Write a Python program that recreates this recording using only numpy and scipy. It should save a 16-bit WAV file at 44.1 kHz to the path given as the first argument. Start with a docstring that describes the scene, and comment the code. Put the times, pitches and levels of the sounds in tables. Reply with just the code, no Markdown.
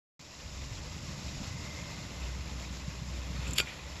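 """A bucket of water is poured into the open hull of a small boat, heard in mono from close by.
After 0.2 s of silence the stream patters on the parts inside (filtered drops, bubbles, noise) and drums
on the shell (filtered slaps, rumble, thumps); the cavity booms (wavering sine), most from about 2.1 s.
From 3.4 s a vent in the deck spits (filtered bursts that ring its pipe), sizzles (noise bursts) and
plops (short tones), then gurgles (falling resonance)."""
import sys
import numpy as np
from scipy import signal
from scipy.fft import rfft, irfft
from scipy.io import wavfile

SR = 44100
rng = np.random.default_rng(int(sys.argv[2]) if len(sys.argv) > 2 else 0)


def bounce(signal):
    """Save signal as a 16-bit WAV file at the path given by the first command-line argument."""
    frames = np.transpose(np.atleast_2d(signal))
    limited = np.clip(frames, -1, 1)
    pcm = np.round(limited * 32767).astype(np.int16)
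    wavfile.write(sys.argv[1], SR, pcm)


N = 176400
TIME_S = np.arange(N) / SR

# stream: (time [s], splash level [dB], fine spray level [dB])
STREAM_LEVELS = [(.2, -54.5, -57), (.3, -54, -56), (.45, -50.5, -53.5), (.75, -49.5, -52.5),
                 (1.1, -48.5, -51), (1.6, -47.5, -50.5), (2, -47.5, -52), (2.4, -48, -54), (3.1, -49, -54),
                 (3.45, -47, -55.5), (3.8, -48, -57), (4, -49, -54)]
# spectra of splash and spray: (frequency [Hz], relative level [dB])
SPLASH_SPECTRUM = [(150, 1), (245, -0.5), (300, 5.5), (360, 0.5), (440, -1), (540, 3.5), (650, -1),
                   (800, -1.5), (1050, 0), (1280, -3), (1430, -4.5), (1620, -6), (2000, -3), (2280, -3.5),
                   (2500, -0.5), (3100, -5), (3700, -3.5), (4300, -5), (5200, -13.5), (6200, -12),
                   (7500, -6.5), (8100, -57), (9300, -27.5), (11200, -19), (12000, -19)]
SPRAY_SPECTRUM = [(3000, -14), (4300, -4), (4750, 1), (5250, 4.5), (6100, -1.5), (6900, 1.5), (7600, -3.5),
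                  (7900, -8.5), (8150, -56), (9000, -46), (10300, -38), (12000, -23)]
# part ringing under the stream: (time [s], level [dB], pitch [Hz])
RINGING_PART = [(.2, -70, 2060), (1, -63, 2030), (1.47, -64.5, 2040), (1.55, -52.5, 2060), (1.8, -55, 2095),
                (1.95, -57.5, 2070), (2.4, -61, 2090), (2.7, -63.5, 2050), (3.4, -63.5, 2060),
                (4, -58, 1990)]
# weight of water on the shell: (time [s], drumming level [dB])
DRUM_LEVELS = [(.2, -54), (.33, -54.5), (.45, -48.5), (.75, -47), (1.1, -44), (1.5, -45), (2.05, -43.5),
               (2.2, -45), (3.2, -46), (3.55, -42), (3.7, -50.5), (4, -47)]
# deepest rumble: (time [s], level [dB])
RUMBLE_LEVELS = [(.2, -71), (.32, -69), (.45, -51.5), (.7, -52), (.87, -47), (1, -58), (1.4, -48),
                 (1.65, -59), (4, -64)]
# spectra of drumming and rumble: (frequency [Hz], relative level [dB])
SHELL_SPECTRUM = [(25, -55.5), (50, -10.5), (65, 3), (85, 2.5), (105, -2.5), (140, 0.5), (190, -3.5),
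                  (250, -10.5), (330, -16), (600, -50.5)]
RUMBLE_SPECTRUM = [(10, -15), (25, -9), (39, 9.5), (52, 4), (90, 5), (200, -64)]
# boom of the hull cavity: (time [s], level [dB])
BOOM_LEVELS = [(.2, -83), (.5, -58), (.65, -43), (.9, -79), (2.08, -53), (2.25, -37.5), (2.5, -44.5),
               (2.75, -41.5), (2.9, -46), (3.22, -38), (3.45, -39.5), (3.6, -47.5), (3.72, -56),
               (3.87, -48), (4, -52)]
# slugs of water on the shell: (time [s], envelope peak [dB], pitch [Hz])
THUMPS = [(0.454, -36.5, 92), (0.609, -34.5, 90), (0.716, -32, 101), (1.013, -37.5, 94), (1.116, -35, 90),
          (1.143, -40, 135), (1.28, -33, 80), (1.412, -37.5, 234), (1.473, -32.5, 104), (1.509, -32.5, 97),
          (1.564, -34.5, 108), (1.639, -36, 70), (1.783, -37, 89), (1.989, -35, 148), (2.049, -34, 86),
          (2.877, -28.5, 149), (3.017, -32, 144), (3.301, -30, 144), (3.387, -29.5, 127), (3.491, -33, 112),
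          (3.522, -38, 235)]
# water spat by the vent: (time [s], rms at envelope peak [dB], rise [s], tilt [dB/octave])
SPITS = [(3.44, -49, 0.035, -6), (3.556, -40, 0.012, 0), (3.578, -30.5, 0.0033, 4),
         (3.5827, -18.5, 0.0016, 1), (3.5905, -25.5, 0.0014, -3), (3.5935, -30.5, 0.0032, 4),
         (3.6, -22, 0.0018, -3), (3.605, -36, 0.0036, -0.5), (3.645, -50.5, 0.042, -2)]
# single clicks among the spits: (time [s], peak [dB], tilt [dB/octave])
CRACKS = [(3.5851, -18, 3), (3.5863, -10, -0.5), (3.6007, -25, -6.5)]
# spectrum of spits and cracks: (frequency [Hz], relative level [dB])
SPIT_SPECTRUM = [(200, -24), (450, -15), (900, -22), (1200, -19), (1450, -11), (1750, -10), (2100, -12),
                 (2430, 2), (2850, 0.5), (3400, 0), (3650, -3), (3950, -10), (4450, -11), (4700, 0.5),
                 (5050, -12), (5350, -4), (6100, -23.5), (6900, -9), (7600, -14), (8700, -28), (10000, -26),
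                 (11000, -16), (12000, -16.5)]
# modes of the vent's pipe: (frequency [Hz], relative level [dB], t60 [s])
PIPE_MODES = [(1425, -1, 0.13), (2200, -6, 0.12), (2440, 2, 0.12), (2765, -3, 0.06), (3020, -16, .06),
              (3270, -4, 0.06), (3500, -4, 0.07), (3585, -6, 0.07), (4635, 0.5, 0.11)]
# air through the wet vent: (time [s], rms at envelope peak [dB], rise [s])
SIZZLES = [(3.466, -51, 0.013), (3.477, -44, 0.0011), (3.508, -35, 0.0014), (3.533, -34, 0.0017),
           (3.539, -37.5, 0.0014), (3.556, -45, 0.0078), (3.585, -31.5, 0.0018), (3.603, -42, 0.0062)]
# spectrum of the sizzle: (frequency [Hz], relative level [dB])
SIZZLE_SPECTRUM = [(3000, -19), (6300, -20), (7000, -1), (7450, 3), (7850, -7), (8600, -27), (10000, -28),
                   (11500, -15), (12200, -21)]
# bubbles in the vent: (time [s], envelope peak [dB], pitch [Hz])
PLOPS = [(3.467, -37.5, 2620), (3.5985, -27.5, 1440), (3.6012, -24, 2480), (3.672, -37, 2240)]

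DROPS_PER_S, DROP_SPREAD_DB, WASH_POWER_SHARE, FLUTTER_RMS_DB = 2400, 2.5, 0.58, 0.8
# decay time in cycles; pitch rise as a fraction per decay time
BUBBLES_PER_S, BUBBLE_DB, BUBBLE_DECAY_CYCLES, BUBBLE_RISE = 420, -11, 14.6, 0.04
PART_WIDTH_HZ = 180
HULL_T60_S, HULL_ECHO_DB = 0.19, -12.5
SLAPS_PER_S = 330
BOOM_HZ, BOOM_WANDER_RMS_HZ, BOOM_WAVER_RMS_DB = 62.86, 1.4, 0.4
THUMP_RISE_S, PLOP_RISE_S = 0.006, 0.0015
SPIT_DROPS_PER_S, SPIT_SPREAD_DB, PIPE_RING_DB = 16000, 2, -11
GURGLE_S, GURGLE_DB, GURGLE_RISE_S = 3.655, -46, 0.022
GURGLE_HZ, GURGLE_OCTAVES_PER_S, GURGLE_WIDTH_HZ = 2380, -1.9, 1050
START_S, EDGE_HZ = 0.193, 12180


def amp(db):
    """Decibels to gain."""
    return 10 ** (np.asarray(db) / 20)


def unit(x):
    """Scales to rms 1."""
    return x / np.sqrt(np.mean(x ** 2) + 1e-20)


def level(table, axis=1):
    """Gain over time from one dB column."""
    rows = np.array(table)
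    return amp(np.interp(TIME_S, rows[:, 0], rows[:, axis]))


def add(mix, time_s, sound):
    """Mixes a sound in at time_s."""
    part = mix[round(time_s * SR):][:len(sound)]
    part += sound[:len(part)]


def drift(hz):
    """Smooth random motion up to about a rate, rms 1."""
    f = np.fft.rfftfreq(N, 1 / SR)
    lowpass = np.exp(-(f / hz) ** 2) * (f > 0)
    return unit(irfft(rfft(rng.standard_normal(N)) * lowpass, N))


def colour(x, points, tilt_db=0, size=8192):
    """Minimum-phase filter of unit energy that follows a spectrum, tilted per octave."""
    f, db = np.transpose(points)
    octave = np.log2(abs(np.fft.fftfreq(size, 1 / SR)) + 1)
    tilted_db = db + tilt_db * np.log2(f / f[0])
    log_gain = np.log(amp(np.interp(octave, np.log2(f), tilted_db)))
    # the Hilbert transform of the log gain gives the causal phase
    taps = np.fft.ifft(np.exp(np.conj(signal.hilbert(log_gain)))).real[:size // 2]
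    return signal.fftconvolve(x, taps / np.linalg.norm(taps))[:N]


def resonate(x, hz, width_hz):
    """Two-pole-pair resonance that follows the curve hz, rms 1."""
    turn = np.exp(2j * np.pi * np.cumsum(hz) / SR)
    r = np.exp(-np.pi * width_hz / SR)
    # shift the resonance to 0 Hz, filter, shift back
    return unit((turn * signal.lfilter([1], [1, -2 * r, r * r], x / turn)).real)


def impacts(per_s, spread_db):
    """Random clicks of either sign with exponentially spread dB sizes, rms 1."""
    size = amp(spread_db * np.minimum(rng.exponential(1, N), 5))
    hits = rng.random(N) < per_s / SR
    return unit(size * rng.choice([-1, 1], N) * hits)


def swell(t, rise_s):
    """Rises to 1 at rise_s and dies away."""
    return t / rise_s * np.exp(1 - t / rise_s)


def patter():
    """Drop impacts over a wash of countless tiny ones."""
    drops = impacts(DROPS_PER_S, DROP_SPREAD_DB)
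    wash = rng.standard_normal(N)
    return np.sqrt(1 - WASH_POWER_SHARE) * drops + np.sqrt(WASH_POWER_SHARE) * wash


def bubbles(low_hz, high_hz, count=64):
    """Short rising pings of bubbles of many sizes, smaller ones higher and briefer."""
    out, t = np.zeros(N), np.arange(2048) / SR
    for hz in np.geomspace(low_hz, high_hz, count) * rng.uniform(.97, 1.03, count):
        age = t * hz / BUBBLE_DECAY_CYCLES
        turns = hz * t * (1 + BUBBLE_RISE * np.minimum(age, 5) / 2)
        ping = unit(np.exp(-age) * np.sin(2 * np.pi * turns))
        starts = impacts(BUBBLES_PER_S / count, spread_db=0)
        out += signal.oaconvolve(starts, ping)[:N] * np.sqrt(hz)
    return unit(out)


def stream():
    """Splash, bubbles, spray and a ringing part flutter together as the stream wobbles."""
    flutter = amp(FLUTTER_RMS_DB * drift(14))
    splash = unit(colour(patter() + amp(BUBBLE_DB) * bubbles(450, 5500), SPLASH_SPECTRUM))
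    spray = unit(colour(patter(), SPRAY_SPECTRUM))
    time_s, _, hz = np.transpose(RINGING_PART)
    part = resonate(patter(), np.interp(TIME_S, time_s, hz), PART_WIDTH_HZ)
    out = level(STREAM_LEVELS) * splash
    out += level(STREAM_LEVELS, axis=2) * spray
    out += level(RINGING_PART) * part
    return flutter * out


def hull_echo(x):
    """Short, dense reflections inside the open hull, as a decaying noise tail."""
    t = np.arange(SR // 4) / SR
    tail = rng.standard_normal(len(t)) * amp(-60 * t / HULL_T60_S) * (t > .002)
    return x + amp(HULL_ECHO_DB) * signal.fftconvolve(x, tail / np.linalg.norm(tail))[:N]


def shell_drumming():
    """Random slaps of water excite the shell, over a deep noise rumble."""
    drum = unit(colour(impacts(SLAPS_PER_S, spread_db=-0.5), SHELL_SPECTRUM))
    rumble = unit(colour(rng.standard_normal(N), RUMBLE_SPECTRUM))
    return level(DRUM_LEVELS) * drum + level(RUMBLE_LEVELS) * rumble


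def cavity_boom():
    """The cavity's resonance as a sine that wanders in pitch and wavers in level."""
    turns = np.cumsum(BOOM_HZ + BOOM_WANDER_RMS_HZ * drift(7.1)) / SR
    waver = amp(BOOM_WAVER_RMS_DB * drift(13))
    return level(BOOM_LEVELS) * waver * unit(np.sin(2 * np.pi * turns))


def shell_thumps():
    """Heavy slugs thump the shell: low tones under a squared swell."""
    out, t = np.zeros(N), np.arange(SR // 10) / SR
    for time_s, db, hz in THUMPS:
        add(out, time_s, amp(db) * swell(t, THUMP_RISE_S) ** 2 * np.sin(2 * np.pi * hz * t))
    return out


def vent_spits():
    """Bursts of drops and single cracks leave the vent and ring the modes of its pipe."""
    spits, t = np.zeros(N), np.arange(SR // 4) / SR
    for time_s, db, rise_s, tilt_db in SPITS:
        push = amp(db) * swell(t, rise_s)
        drops = impacts(SPIT_DROPS_PER_S, SPIT_SPREAD_DB)[:len(t)]
        burst = colour(push * drops, SPIT_SPECTRUM, tilt_db)
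        add(spits, time_s, burst * np.linalg.norm(push) / np.linalg.norm(burst))
    for time_s, db, tilt_db in CRACKS:
        crack = colour(np.ones(1), SPIT_SPECTRUM, tilt_db)
        add(spits, time_s, amp(db) * crack / abs(crack).max())
    pipe = np.zeros(N)
    for hz, db, t60_s in PIPE_MODES:
        mode = amp(-60 * t / t60_s) * np.sin(2 * np.pi * hz * t)
        pipe += amp(db) * unit(signal.oaconvolve(spits, mode)[:N])
    return spits + amp(PIPE_RING_DB) * spits.std() * unit(pipe)


def vent_sizzle():
    """Air sizzles through the wet vent: swelling bursts of filtered noise."""
    air, t = np.zeros(N), np.arange(SR // 4) / SR
    for time_s, db, rise_s in SIZZLES:
        add(air, time_s, amp(db) * swell(t, rise_s) * rng.standard_normal(len(t)))
    return colour(air, SIZZLE_SPECTRUM)


def vent_plops():
    """Bubbles plop in the vent: brief tones of fixed pitch."""
    out, t = np.zeros(N), np.arange(SR // 4) / SR
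    for time_s, db, hz in PLOPS:
        add(out, time_s, amp(db) * swell(t, PLOP_RISE_S) * np.sin(2 * np.pi * hz * t))
    return out


def gurgle():
    """Water sinks back in the vent, and the ring of the air above it falls."""
    t = np.maximum(TIME_S - GURGLE_S, 0)
    hz = GURGLE_HZ * 2 ** (GURGLE_OCTAVES_PER_S * t)
    ring = resonate(patter(), hz, GURGLE_WIDTH_HZ)
    return amp(GURGLE_DB) * swell(t, GURGLE_RISE_S) * ring


def scene():
    """Sums all sources, the same in both ears; only the stream gets the hull echo."""
    mono = hull_echo(stream())
    mono += shell_drumming() + cavity_boom() + shell_thumps()
    mono += vent_spits() + vent_sizzle() + vent_plops() + gurgle()
    return np.array([mono, mono])


def record(dry):
    """The microphone opens a moment late, over 2 ms; then a steep low-pass limits the band."""
    opened = dry * np.clip((TIME_S - START_S) / .002, 0, 1)
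    lowpass = signal.firwin(401, EDGE_HZ, window=("kaiser", 9), fs=SR)
    return signal.oaconvolve(opened, lowpass[None], "same")


dry = scene()
out = record(dry)
bounce(out)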